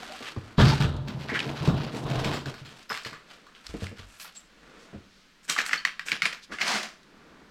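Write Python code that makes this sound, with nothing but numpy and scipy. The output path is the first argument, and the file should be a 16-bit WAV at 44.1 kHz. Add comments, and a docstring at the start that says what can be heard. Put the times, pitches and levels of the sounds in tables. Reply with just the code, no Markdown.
"""Someone picks a way over rubbish in a small tiled room of an abandoned building.
First, boots boom on loose sheet-metal signs, which ring and rattle while grit crunches underfoot.
From about 3 s the boots knock on boards, small bits crack and clothes swish. From 5.5 s brittle
debris snaps several times close by and the room booms faintly; then a piece scrapes along, and a
soft shuffle ends the walk. All the way through, the bare walls ring briefly over a steady hush."""
import sys
import numpy as np
from scipy import signal
from scipy.fft import rfft, irfft
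from scipy.io import wavfile
from scipy.ndimage import uniform_filter1d

SR = 44100
rng = np.random.default_rng(int(sys.argv[2]) if len(sys.argv) > 2 else 0)


def to_wav(s):
    """Save 16-bit WAV."""
    ch = np.atleast_2d(s).T  # columns
    pcm = np.round(np.clip(ch, -1, 1) * 32767)  # PCM
    wavfile.write(sys.argv[1], SR, pcm.astype(np.int16))


N = 331058
T = np.arange(N) / SR
HIT = T[:SR]  # one second, the time axis of one blow

# boots landing on the metal sheets:
# (time [s], level [dB], pitch of the spot struck [Hz], rattle [dB], share of ring time left [0-1])
SHEET_STEPS = [(0.581, -7.5, 183, -6.5, 0.51), (0.598, -10, 111.5, -15, 0.7), (0.623, -8, 136, -29, 0.6),
               (0.674, -17.5, 120, -13, 0.91), (0.802, -14, 154.3, -11, 0.65),
               (0.849, -15.5, 96, -19, 0.34), (0.935, -27.5, 58.6, -8.5, 0.79),
               (0.984, -25, 127, -21, 0.89), (1.07, -28.5, 218, -22, 0.48), (1.146, -26, 157.4, -32, 0.66),
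               (1.496, -30.5, 159, -7, 0.16), (1.608, -24, 120, -20, 0.52), (1.681, -8, 169.4, -27, 0.26),
               (1.6924, -16, 164, -12, 0.16), (1.738, -17.5, 125, -15, 0.35), (2.05, -25.5, 131, -6, 1),
               (2.155, -25, 148, -4, 0.4), (2.258, -23.5, 150, -5, 0.21), (2.46, -31.5, 138, -11, 0.43),
               (2.615, -36, 125, -20, 0.57)]
# the notes a sheet rings with: (pitch [Hz], level [dB], time to fade by 60 dB with no boot on it [s])
SHEET_NOTES = [(56, -6, 0.38), (78, -0.5, 0.77), (103.7, -2, 0.58), (124.4, -3, 0.38), (138.2, 2, 0.38),
               (149.8, -7.5, 0.87), (170.9, -2, 0.6), (211, -5.5, 0.59), (252.8, -7, 0.7), (351, -14, 0.98),
               (594.3, -8, 0.55), (902, -9, 0.26), (1244, -24, 0.28)]
# tone of the rattling sheet edges: (frequency [Hz], level [dB])
RATTLE_TONE = [(150, 4), (300, 4.5), (600, -4), (1400, -5), (2200, -23.5), (3800, -11.5), (6500, -50.5),
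               (15000, -90)]
# brittle pieces snapping: (time [s], level [dB], pitch [Hz], sharp edge [dB], sent to the walls [dB])
DEBRIS_SNAPS = [(0.363, -38.5, 985, -9, -2), (0.5997, -14, 1290, -12, -1), (0.8233, -20.5, 2330, -2, -5),
                (1.0832, -33, 1680, 3, -4), (1.209, -40, 1170, 20, -1), (1.2921, -25, 1600, -42, 7.5),
                (1.342, -27, 2180, -19, 1), (1.349, -20, 1800, -32, 3.5), (1.392, -18.5, 2900, -8, -7),
                (1.4027, -20, 2550, -22, -20), (1.492, -31, 2570, -25, -20), (1.6747, -25.5, 1046, -6, -1),
                (1.949, -34.5, 2200, 13, -14), (2.2454, -23, 2480, 3, 2.5), (2.3342, -28.5, 1620, -2, 8),
                (2.4584, -28.5, 1480, -4, -3), (2.541, -34, 1750, -3, 1), (2.65, -44.5, 2200, 11, 10.5),
                (2.901, -24, 1450, -22, 0.5), (2.9069, -25.5, 1120, -16, 0),
                (2.9183, -22.5, 1280, -22, -17), (2.929, -27.5, 2000, 8, -14), (2.9485, -27, 2230, -19, -4),
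                (2.9743, -26, 1840, 2, -1), (3.049, -27.5, 1800, -1, 1.5), (3.1303, -31.5, 1530, -11, -1),
                (3.139, -38, 1720, -23, 3.5), (3.467, -44.5, 1355, -7, 0), (3.55, -41, 2580, -31, 0),
                (3.667, -27.5, 4450, -3, -14), (3.868, -31, 2160, -9, -3.5), (4.1995, -34, 4280, 16, 2.5),
                (4.247, -39, 1210, -6, -10), (5.4993, -11.5, 5570, 2, -3), (5.5636, -21, 1480, -19, 0),
                (5.58, -20, 2010, -5, -13), (5.5874, -11.5, 1840, -17, -6), (5.6027, -16.5, 1780, -20, -8),
                (5.6633, -21, 1960, -1, -10), (5.6936, -19.5, 1810, -12, -7), (5.7112, -23, 1840, -18, -10),
                (5.732, -9, 1890, -14, -7.5), (5.8509, -9.5, 1990, -10.5, -10.5),
                (5.8586, -23, 2190, -10, -1.5), (5.9945, -20.5, 1930, -10, -7.5),
                (6.085, -20, 2380, -8, -2), (6.118, -11, 2290, -8.5, -8.5), (6.2203, -11, 2170, -11.5, -2),
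                (6.255, -12.5, 2290, -9, -6), (6.3284, -26.5, 2280, -12, -33),
                (6.521, -28.5, 1430, -33, 3.5), (6.586, -25.5, 2050, -21, 1), (6.6118, -18, 2120, -8, 3.5),
                (6.616, -12, 2280, -10, -12)]
# tone of a snap's sharp edge: (frequency [Hz], level [dB])
EDGE_TONE = [(100, -29), (190, -32), (350, -21), (600, -12), (1300, 9), (3000, 10.5), (4500, 13),
             (6300, -1.5), (7700, 1), (10000, -17.5), (12500, -10.5), (16000, -15)]
# boots knocking on boards, except the last two rows, the room's low boom after a loud snap:
# (time [s], level [dB], pitch [Hz], clack against the note [dB])
DULL_THUDS = [(0.207, -46, 427, 7.5), (0.363, -44, 352, 12), (0.373, -26.5, 105, -33),
              (1.319, -36.5, 390, 8), (1.675, -28.5, 418, 8.5), (1.936, -40, 446, 12), (2.903, -42, 440, 3),
              (3.058, -45.5, 112, 9), (3.122, -48, 155, 3), (3.694, -39, 72, -9), (3.74, -35.5, 173, 5.5),
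              (3.82, -33, 179, 0.5), (3.828, -28, 98, -17), (3.914, -45, 174, 4.5),
              (3.993, -42.5, 94, -3.5), (4.929, -42.5, 232, 6), (4.947, -41.5, 213, 3),
              (4.957, -41.5, 86.5, -11), (6.123, -38.5, 178, 0.5), (6.232, -39.5, 176, -12)]
# tone of a thud's clack: (frequency [Hz], level [dB])
CLACK_TONE = [(40, -38), (100, 0.5), (220, 8), (480, 3), (650, -2), (900, -13.5), (2500, -20), (12000, -80)]
# a piece is nudged, dragged and let go: (time of full weight [s], rise [s], hold [s], level [dB])
PIECE_DRAGS = [(6.525, 0.021, 0.0033, -40), (6.615, 0.031, 0.0074, -31), (6.678, 0.067, 0.088, -27),
               (6.832, 0.008, 0.0063, -37.5)]
# tone of its scrape: (frequency [Hz], level [dB])
SCRAPE_TONE = [(65, -78), (110, -29), (200, -0.5), (314, -14.5), (355, -5), (455, -14.5), (658, -4),
               (843, -9), (915, -11), (1060, -5.5), (1880, -3), (3210, -9), (4940, -9), (6870, -15.5),
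               (15000, -40.5)]
# weight shifts on the sheets: (time of full weight [s], rise [s], hold [s], level [dB])
WEIGHT_SHIFTS = [(1.1, 0.16, 0.62, -46), (1.5, 0.22, 0.0055, -36.5), (1.63, 0.054, 0.24, -38.5),
                 (1.95, 0.028, 0.0041, -35.5), (2.07, 0.19, 0.29, -37), (2.255, 0.033, 0.05, -35),
                 (2.465, 0.017, 0.0051, -40), (2.62, 0.035, 0.15, -58.5)]
# tone of the sheets grinding on rubble: (frequency [Hz], level [dB])
GRIND_TONE = [(35, -13), (125, 10.5), (300, 9.5), (600, 4), (1000, 5.5), (1800, -14.5), (4000, -76)]
# a sole presses on grit: (time of full weight [s], rise [s], hold [s], level [dB], splinters [dB])
GRIT_TREADS = [(0.01, 0.11, 0.077, -43.5, -10), (0.13, 0.035, 0.029, -41, -9.5),
               (0.215, 0.048, 0.087, -41.5, -11), (0.39, .03, 0.13, -55.5, -9),
               (0.6, 0.037, 0.13, -29.5, -13), (0.815, 0.077, 0.0076, -32, -12.5),
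               (1.085, 0.022, 0.01, -41, -17), (1.215, 0.072, 0.025, -45, -14),
               (1.295, 0.059, 0.15, -41, -16.5), (1.46, 0.038, 0.041, -42, -14.5),
               (1.56, 0.017, 0.027, -38, -15.5), (1.652, 0.067, 0.0069, -35.5, -12.5),
               (1.77, 0.032, 0.11, -41.5, -22), (1.95, 0.065, 0.036, -42.5, -8),
               (2.11, 0.098, 0.13, -38.5, -14), (2.25, 0.054, 0.12, -38, -14.5),
               (2.465, 0.014, 0.029, -43, -12), (2.58, 0.017, 0.022, -50.5, -11),
               (2.66, .01, 0.16, -52, -8.5), (2.905, 0.02, 0.05, -39, -8.5),
               (3.053, 0.008, 0.011, -38.5, -11), (3.315, 0.072, 0.016, -48.5, -11),
               (3.555, 0.018, 0.0098, -53.5, -11), (3.67, 0.12, 0.12, -51, -6.5),
               (3.83, 0.05, 0.0059, -40.5, -8), (3.985, 0.042, 0.01, -45, -11.5),
               (4.11, 0.15, 0.1, -57, -1), (4.2, 0.0049, 0.006, -47.5, 3), (4.247, 0.006, 0.008, -44, -22),
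               (4.355, .01, 0.044, -59, 1)]
# tone of crunching grit: (frequency [Hz], level [dB])
GRIT_TONE = [(290, -21.5), (500, -6.5), (637, -3), (788, -3.5), (883, -4.5), (949, -3.5), (1330, 3),
             (1990, -2.5), (2720, -0.5), (4740, -5.5), (6480, -20), (10800, -38.5), (12800, -38),
             (15000, -45.5)]
# broken pieces rub: (time of full weight [s], rise [s], hold [s], level [dB], splinters [dB])
PIECE_RUBS = [(5.433, 0.0053, 0.0053, -59, -2), (5.5, 0.03, 0.0063, -31.5, -7.5),
              (5.585, 0.018, 0.0091, -29.5, -13.5), (5.665, 0.022, 0.0051, -48, 3.5),
              (5.735, 0.11, 0.014, -36, -14), (5.86, 0.0063, .005, -42, -20),
              (6.064, 0.014, 0.019, -40.5, -7), (6.125, 0.027, 0.0095, -33.5, -22),
              (6.255, 0.026, 0.014, -33.5, -43), (6.33, .01, 0.0054, -41, -14)]
# tone of that rubbing: (frequency [Hz], level [dB])
RUB_TONE = [(65, -42), (110, -40), (169, -4.5), (394, -11.5), (525, -7), (594, -10), (860, -10),
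            (1170, -4.5), (1320, -3.5), (1630, 3.5), (1880, -2), (2260, -1), (7930, -17), (10600, -21),
            (15000, -64)]
# tone of fine splinters: (frequency [Hz], level [dB])
SPLINTER_TONE = [(2500, -51.5), (5500, 1.5), (8000, 6.5), (10500, -5), (12500, -7.5), (15500, -24.5)]
# edges rub, a squeak if the band is narrow and a scuff if it is wide; the rows at 4.83 s and 5.17 s are nylon
# clothing rustling: # (middle time [s], half length [s], pitch [Hz], filter width [Hz], level [dB])
SQUEAKS_AND_RUSTLES = [(0.032, 0.018, 745, 50, -42), (0.106, 0.033, 617, 50.4, -44),
                       (0.14, 0.045, 748, 60.4, -42.5), (0.276, 0.035, 2290, 2040, -39),
                       (0.609, 0.028, 3380, 1500, -27.5), (0.622, 0.022, 1360, 450, -31),
                       (0.688, 0.072, 4570, 1200, -33.5), (0.723, 0.019, 877, 90, -29),
                       (1.362, 0.021, 1740, 1220, -28), (2.155, 0.098, 647, 128, -33),
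                       (4.235, 0.055, 11700, 4000, -50.5), (4.366, 0.027, 4180, 3500, -51.5),
                       (4.376, 0.024, 7600, 296, -42.5), (4.831, 0.07, 4370, 4500, -61),
                       (5.167, 0.17, 4130, 2930, -63.5), (6.44, 0.022, 4200, 2970, -48.5),
                       (6.715, 0.061, 914, 318, -34)]
# small hard shards clink: (time [s], pitch [Hz], level [dB], time to fade by 60 dB [s])
SHARD_CLINKS = [(2.895, 5150, -36.5, 0.2), (2.894, 13200, -50, 0.14), (5.775, 4420, -33.5, 0.12)]
# lone grains of grit tick: (time [s], level [dB])
GRIT_TICKS = [(0.689, -33), (0.965, -48.5), (1.838, -45.5), (1.985, -45), (2.039, -43.5), (2.101, -42),
              (2.198, -40), (2.498, -45), (2.828, -52), (3.034, -43), (4.215, -46.5), (4.229, -45),
              (6.679, -27), (6.831, -30.5), (7.031, -56)]
# clothes swish as the body turns: (middle time [s], half length [s], level [dB])
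CLOTH_SWISHES = [(3.3, 0.58, -59.5), (4.78, 0.35, -53.5)]
# tone of the cloth: (frequency [Hz], level [dB])
CLOTH_TONE = [(59, -36), (100, -25), (134, -1), (192, 3), (535, 1), (814, -6), (1430, -2), (2750, -9.5),
              (7670, -22), (15000, -51)]
# soft shuffling further off: (middle time [s], half length [s], level [dB])
FAR_SHUFFLES = [(0.04, 0.18, -49), (0.45, 0.29, -51), (6.525, 0.032, -40.5), (7.34, 0.45, -54)]
# tone of the shuffling: (frequency [Hz], level [dB])
SHUFFLE_TONE = [(35, -28), (60, -4), (109, -28), (146, -6.5), (237, -1.5), (768, -14), (1400, -11),
                (2430, -21.5), (3500, -68)]
# the camera is jostled: (middle time [s], half length [s], level [dB])
CAMERA_JOLTS = [(3.73, 0.079, -45), (4.059, 0.068, -49.5), (4.667, 0.25, -66), (6.535, 0.029, -49)]
# tone of the building's hush: (frequency [Hz], level [dB])
HUSH_TONE = [(30, 7.5), (70, -3.5), (110, -14.5), (175, 7), (290, -2), (500, -5.5), (800, -10), (1400, -3),
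             (2600, -6), (4500, -9), (7500, -19), (10000, -26.5), (15500, -32.5)]
# how long the walls ring: (frequency [Hz], time to fade by 60 dB [s])
WALL_RING = [(100, .5), (500, .42), (1400, .32), (3700, .3), (10000, .25)]
# how much the two microphone openings differ: (frequency [Hz], level against the shared sound [dB])
STEREO_SPREAD = [(2500, -81), (5000, -41.5), (9000, -34), (11000, -8.5), (15500, 3.5)]


def sheet_steps(level_db=-4, spot_octaves=0.4, elsewhere_db=-15, contact_s=0.0047,
                rattle_t60=0.5, rattle_lag_s=0.0024):
    """A boot rings a sheet, most at the pitch of the spot it hits, and damps it; the edges rattle."""
    out = np.zeros(N)
    for s, db, spot_hz, rattle_db, share in SHEET_STEPS:
        ring = np.zeros(SR)
        for hz, note_db, t60 in SHEET_NOTES:
            strength = undb(elsewhere_db) + swell(np.log2(hz / spot_hz), 0, spot_octaves)
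            note = np.sin(2 * np.pi * hz * rng.normal(1, 0.0089) * HIT)
            ring += undb(note_db) * strength * fade(t60 * share) * note
        ring *= 1 - np.exp(-HIT / contact_s)
        lag = 1 - np.exp(-(HIT / rattle_lag_s) ** 2)  # the bend takes a moment to reach the edges
        rattle = colour(rng.standard_normal(SR) * fade(rattle_t60) * lag, RATTLE_TONE)
        add(out, s, undb(db + level_db) * (undb(rattle_db) * crest(rattle, 400) - crest(ring, 200)))
    return out


def snaps(level_db=-3, edge_db=2, wall_edge_db=4, rebound_cycles=3, settle_s=0.0029,
          body_q=1.9, broad_q=1.3, crumbs_per_s=380, room_hum_hz=175, size=4096):
    """A piece breaks, bounces, settles and sheds crumbs; gives the near sound and the walls' share."""
    near, walls = np.zeros(N), np.zeros(N)
    # the room's own low note, set humming by each snap
    room_hum = undb(-41) * np.sin(2 * np.pi * room_hum_hz * HIT) * fade(t60=0.22)
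    for s, db, hz, sharp_db, wall_db in DEBRIS_SNAPS:
        tear = undb(-19) * rng.standard_normal(size) * fade(t60=0.021)[:size]
        tear[0] = 1  # the break itself is one click
        # the walls hear the break from all sides: a broader note and more of the sharp edge
        broad = crest(resonate_twice(tear, hz, broad_q), 64)
        broad += undb(sharp_db + edge_db + wall_edge_db) * crest(colour(tear, EDGE_TONE), 64)
        add(walls, s, undb(db + level_db + wall_db) * crest(broad, 64))
        # two more clicks: a bounce roughly in step with the piece's own note, and the settling
        tear[int(rebound_cycles / hz * SR * rng.normal(1, .05))] += undb(-1)
        tear[int(settle_s * SR * rng.uniform(.8, 1.2))] += undb(-6)
        body = crest(resonate_twice(tear, hz, body_q), 64)
        edge = undb(sharp_db + edge_db) * crest(colour(tear, EDGE_TONE), 64)
        specks = (rng.random(size) < crumbs_per_s / SR) * rng.standard_normal(size)
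        crumbs = crest(resonate_twice(specks * fade(t60=0.21)[:size], hz, broad_q), 64)
        add(near, s, undb(db + level_db) * (crest(body + edge, 64) + undb(-15) * crumbs))
        add(near, s, undb(db + level_db) * room_hum)
    return near, walls


def thuds(level_db=-2, note_t60=0.12, clack_t60=0.13, rise_s=0.0014):
    """A board under a boot, or the room after a loud snap, gives a dull low note and a short clack."""
    out = np.zeros(N)
    for s, db, hz, clack_db in DULL_THUDS:
        note = np.sin(2 * np.pi * hz * HIT) * fade(note_t60) * (1 - np.exp(-HIT / rise_s))
        clack = colour(rng.standard_normal(SR) * fade(clack_t60), CLACK_TONE)
        add(out, s, undb(db + level_db) * (crest(note, 200) + undb(clack_db) * crest(clack, 200)))
    return out


def scrape():
    """A piece dragged over the rubbish makes a dense run of tiny slips."""
    slips = grains(per_s=5000, spread_db=2)
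    return effort(PIECE_DRAGS, release_db_per_s=190) * unit(colour(slips, SCRAPE_TONE))


def grind(ring_db=-2, low_cut_hz=130):
    """A sheet sticks and slips on the stones beneath it; the slips rasp and keep its notes humming."""
    slips = grains(per_s=1200, spread_db=3)
    low_cut = signal.butter(2, low_cut_hz, "high", fs=SR, output="sos")
    pushes = signal.sosfilt(low_cut, slips)  # small slips barely stir the deepest notes
    ring = sum(undb(db) * resonate(pushes, hz, q=np.pi * hz * t60 / np.log(1000))
               for hz, db, t60 in SHEET_NOTES)
    rasp = unit(colour(slips, GRIND_TONE))
    return effort(WEIGHT_SHIFTS, release_db_per_s=170) * (rasp + undb(ring_db) * unit(ring))


def crumble(strokes, tone, per_s, spread_db, coarse_db, fine_db, release_db_per_s):
    """Grains break as the weight comes and goes; each has a coarse body and a fine bright splinter."""
    breaks = grains(per_s, spread_db, clump_db=2.6)
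    fine_strokes = [(s, rise, hold, db + splinter_db) for s, rise, hold, db, splinter_db in strokes]
    coarse = effort(strokes, release_db_per_s) * unit(colour(breaks, tone))
    fine = effort(fine_strokes, release_db_per_s) * unit(colour(breaks, SPLINTER_TONE))
    return undb(coarse_db) * coarse + undb(fine_db) * fine


def squeaks():
    """Rubbing makes a piece sound near one pitch, swelling and dying with the stroke."""
    out = np.zeros(N)
    for s, half_s, hz, width_hz, db in SQUEAKS_AND_RUSTLES:
        stroke = swell(HIT, 2 * half_s, half_s)
        tone = resonate_twice(rng.standard_normal(SR), hz, hz / width_hz)
        add(out, s - 2 * half_s, undb(db) * crest(tone * stroke, 400))
    return out


def clinks(gap_hz=90, partner_db=-9):
    """A shard rings with two close notes that beat, and it trembles against its neighbours."""
    out = np.zeros(N)
    for s, hz, db, t60 in SHARD_CLINKS:
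        partner = np.sin(2 * np.pi * ((hz + gap_hz) * HIT + rng.random()))
        ring = np.sin(2 * np.pi * hz * HIT) + undb(partner_db) * partner
        tremble = 1 + .5 * unit(resonate(rng.standard_normal(SR), gap_hz, q=1))
        add(out, s, undb(db) * crest(ring * tremble * fade(t60), 200))
    return out


def ticks():
    """A lone grain of grit bursts under a sole with a tiny bright tick."""
    out = np.zeros(N)
    for s, db in GRIT_TICKS:
        burst = rng.standard_normal(SR) * fade(t60=0.042)
        add(out, s, undb(db) * crest(resonate_twice(burst, hz=4200, q=0.9), 64))
    return out


def brush(moves, tone, per_s, spread_db):
    """Soft surfaces slide over each other: tiny catches that swell and fade with each move."""
    speed = sum(undb(db) * swell(T, s, half_s) for s, half_s, db in moves)
    return speed * unit(colour(grains(per_s, spread_db), tone))


def jolts():
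    """Bumps reach the microphone through the camera body as a deep rumble."""
    push = sum(undb(db) * swell(T, s, half_s) for s, half_s, db in CAMERA_JOLTS)
    return push * unit(resonate_twice(rng.standard_normal(N), hz=48, q=5.3))


def hush(level_db=-59.5):
    """The empty building gives a faint, steady noise."""
    return undb(level_db) * unit(colour(rng.standard_normal(N), HUSH_TONE))


def room(x, build_s=0.0031):
    """Bare tiled walls throw back a blur of echoes; the high notes die first."""
    spectrum, hz = rfft(rng.standard_normal(SR)), np.arange(SR // 2 + 1)
    centres_hz = np.geomspace(60, 16000, 9)
    tail = np.zeros(SR)
    for centre, pick in zip(centres_hz, np.eye(len(centres_hz))):
        band = irfft(spectrum * np.interp(hz, centres_hz, pick), SR)
        tail += band * fade(along(centre, WALL_RING))
    tail *= 1 - np.exp(-(HIT / build_s) ** 2)
    return signal.fftconvolve(x, tail / np.sqrt(np.sum(tail ** 2)))[:N]


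def microphones(mono, size=512):
    """Two close openings hear the same sound, except the highest notes, which the camera scatters."""
    scatter = irfft(np.exp(2j * np.pi * rng.random(size // 2 + 1)))
    side = colour(signal.oaconvolve(mono, scatter)[:N], STEREO_SPREAD)
    return np.array([mono + side, mono - side])


def grains(per_s, spread_db, clump_db=0, clump_s=0.012):
    """Tiny random clicks of uneven strength; clump_db bunches them into short bursts."""
    strength = undb(spread_db * np.minimum(rng.exponential(size=N), 5))
    clicks = (rng.random(N) < per_s / SR) * strength * rng.choice([-1, 1], N)
    moments = np.arange(0, N / SR, clump_s)
    clicks *= undb(clump_db * np.interp(T, moments, rng.standard_normal(len(moments))))
    nearby_power = np.abs(uniform_filter1d(clicks ** 2, size=2600))
    return clicks / np.sqrt(nearby_power + 1e-6)  # evens out slow changes in level


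def effort(strokes, release_db_per_s):
    """Loudness as weight comes on, stays and eases off; overlapping strokes add their power."""
    power = np.zeros(N)
    for s, rise_s, hold_s, db, *_ in strokes:
        rising = np.clip(1 + (T - s) / rise_s, 0, 1) ** 2
        easing = undb(-release_db_per_s * np.clip(T - s - hold_s, 0, 1))
        power += (undb(db) * rising * easing) ** 2
    return np.sqrt(power)


def swell(x, middle, half_width):
    """A smooth, bell-shaped rise and fall."""
    return np.exp(-2 * np.minimum(((x - middle) / half_width) ** 2, 20))


def fade(t60):
    """The dying away of one blow: 60 dB down after t60 seconds."""
    return np.exp(-np.log(1000) * np.minimum(HIT / t60, 10))


def resonate(x, hz, q):
    """Make x ring at one pitch; a higher q rings longer."""
    return signal.lfilter(*signal.iirpeak(min(hz, SR / 3), max(q, 1), fs=SR), x)


def resonate_twice(x, hz, q):
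    """Two passes, so less gets through away from the pitch."""
    return resonate(resonate(x, hz, q), hz, q)


def colour(x, tone, size=4096):
    """Filter x to follow a table of (frequency [Hz], level [dB])."""
    gains = undb(along(np.fft.rfftfreq(size, 1 / SR), tone))
    cepstrum = irfft(np.log(gains))
    cepstrum[1:size // 2] *= 2  # folded onto its first half, so nothing sounds before its cause
    cepstrum[size // 2 + 1:] = 0
    click_response = irfft(np.exp(rfft(cepstrum)))
    return signal.oaconvolve(x, click_response)[:len(x)]


def along(hz, points):
    """Read between a table's points, with octaves evenly spaced."""
    frequencies, values = np.transpose(points)
    return np.interp(np.log(hz + 1e-3), np.log(frequencies), values)


def undb(db):
    """Turn decibels into a multiplier."""
    return 10 ** (np.asarray(db) / 20)


def unit(x):
    """Scale to an average power of 1."""
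    return x / np.sqrt(np.mean(x ** 2))


def crest(x, size):
    """Scale so the loudest stretch of size samples has an average power of 1."""
    return x / np.sqrt(uniform_filter1d(x ** 2, size).max())


def add(track, s, x):
    """Mix x into the track at s seconds."""
    start = max(int(s * SR), 0)
    track[start:start + len(x)] += x[:N - start]


def scene():
    """Booms, snaps and rubbing share one small room; the snaps ring its walls most."""
    booms = sheet_steps() + thuds()
    grit = crumble(GRIT_TREADS, GRIT_TONE, per_s=3500, spread_db=3.5,
                   coarse_db=-1, fine_db=-5, release_db_per_s=233.5)
    chips = crumble(GRIT_TREADS, GRIT_TONE, per_s=150, spread_db=4.5,  # larger bits crack one by one
                    coarse_db=-20.5, fine_db=-13, release_db_per_s=140)
    rub = crumble(PIECE_RUBS, RUB_TONE, per_s=3400, spread_db=3.5,
                  coarse_db=1.5, fine_db=5.5, release_db_per_s=292)
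    clothes = brush(CLOTH_SWISHES, CLOTH_TONE, per_s=7800, spread_db=4)
    shuffle = brush(FAR_SHUFFLES, SHUFFLE_TONE, per_s=4000, spread_db=-0.5)
    rubbing = grit + chips + rub + clothes + shuffle
    rubbing += grind() + scrape() + squeaks() + clinks() + ticks()
    snap, snap_walls = snaps()
    echoes = room(undb(-10) * booms + undb(-13) * rubbing + undb(2) * snap_walls)
    return microphones(booms + rubbing + snap + echoes + jolts() + hush())


def record(dry, top_hz=15900):
    """The camera rounds off the loudest peaks and cuts the very highest notes."""
    high_cut = signal.ellip(8, .2, 70, top_hz, fs=SR, output="sos")
    return signal.sosfilt(high_cut, np.tanh(dry))


dry = scene()
out = record(dry)
to_wav(out)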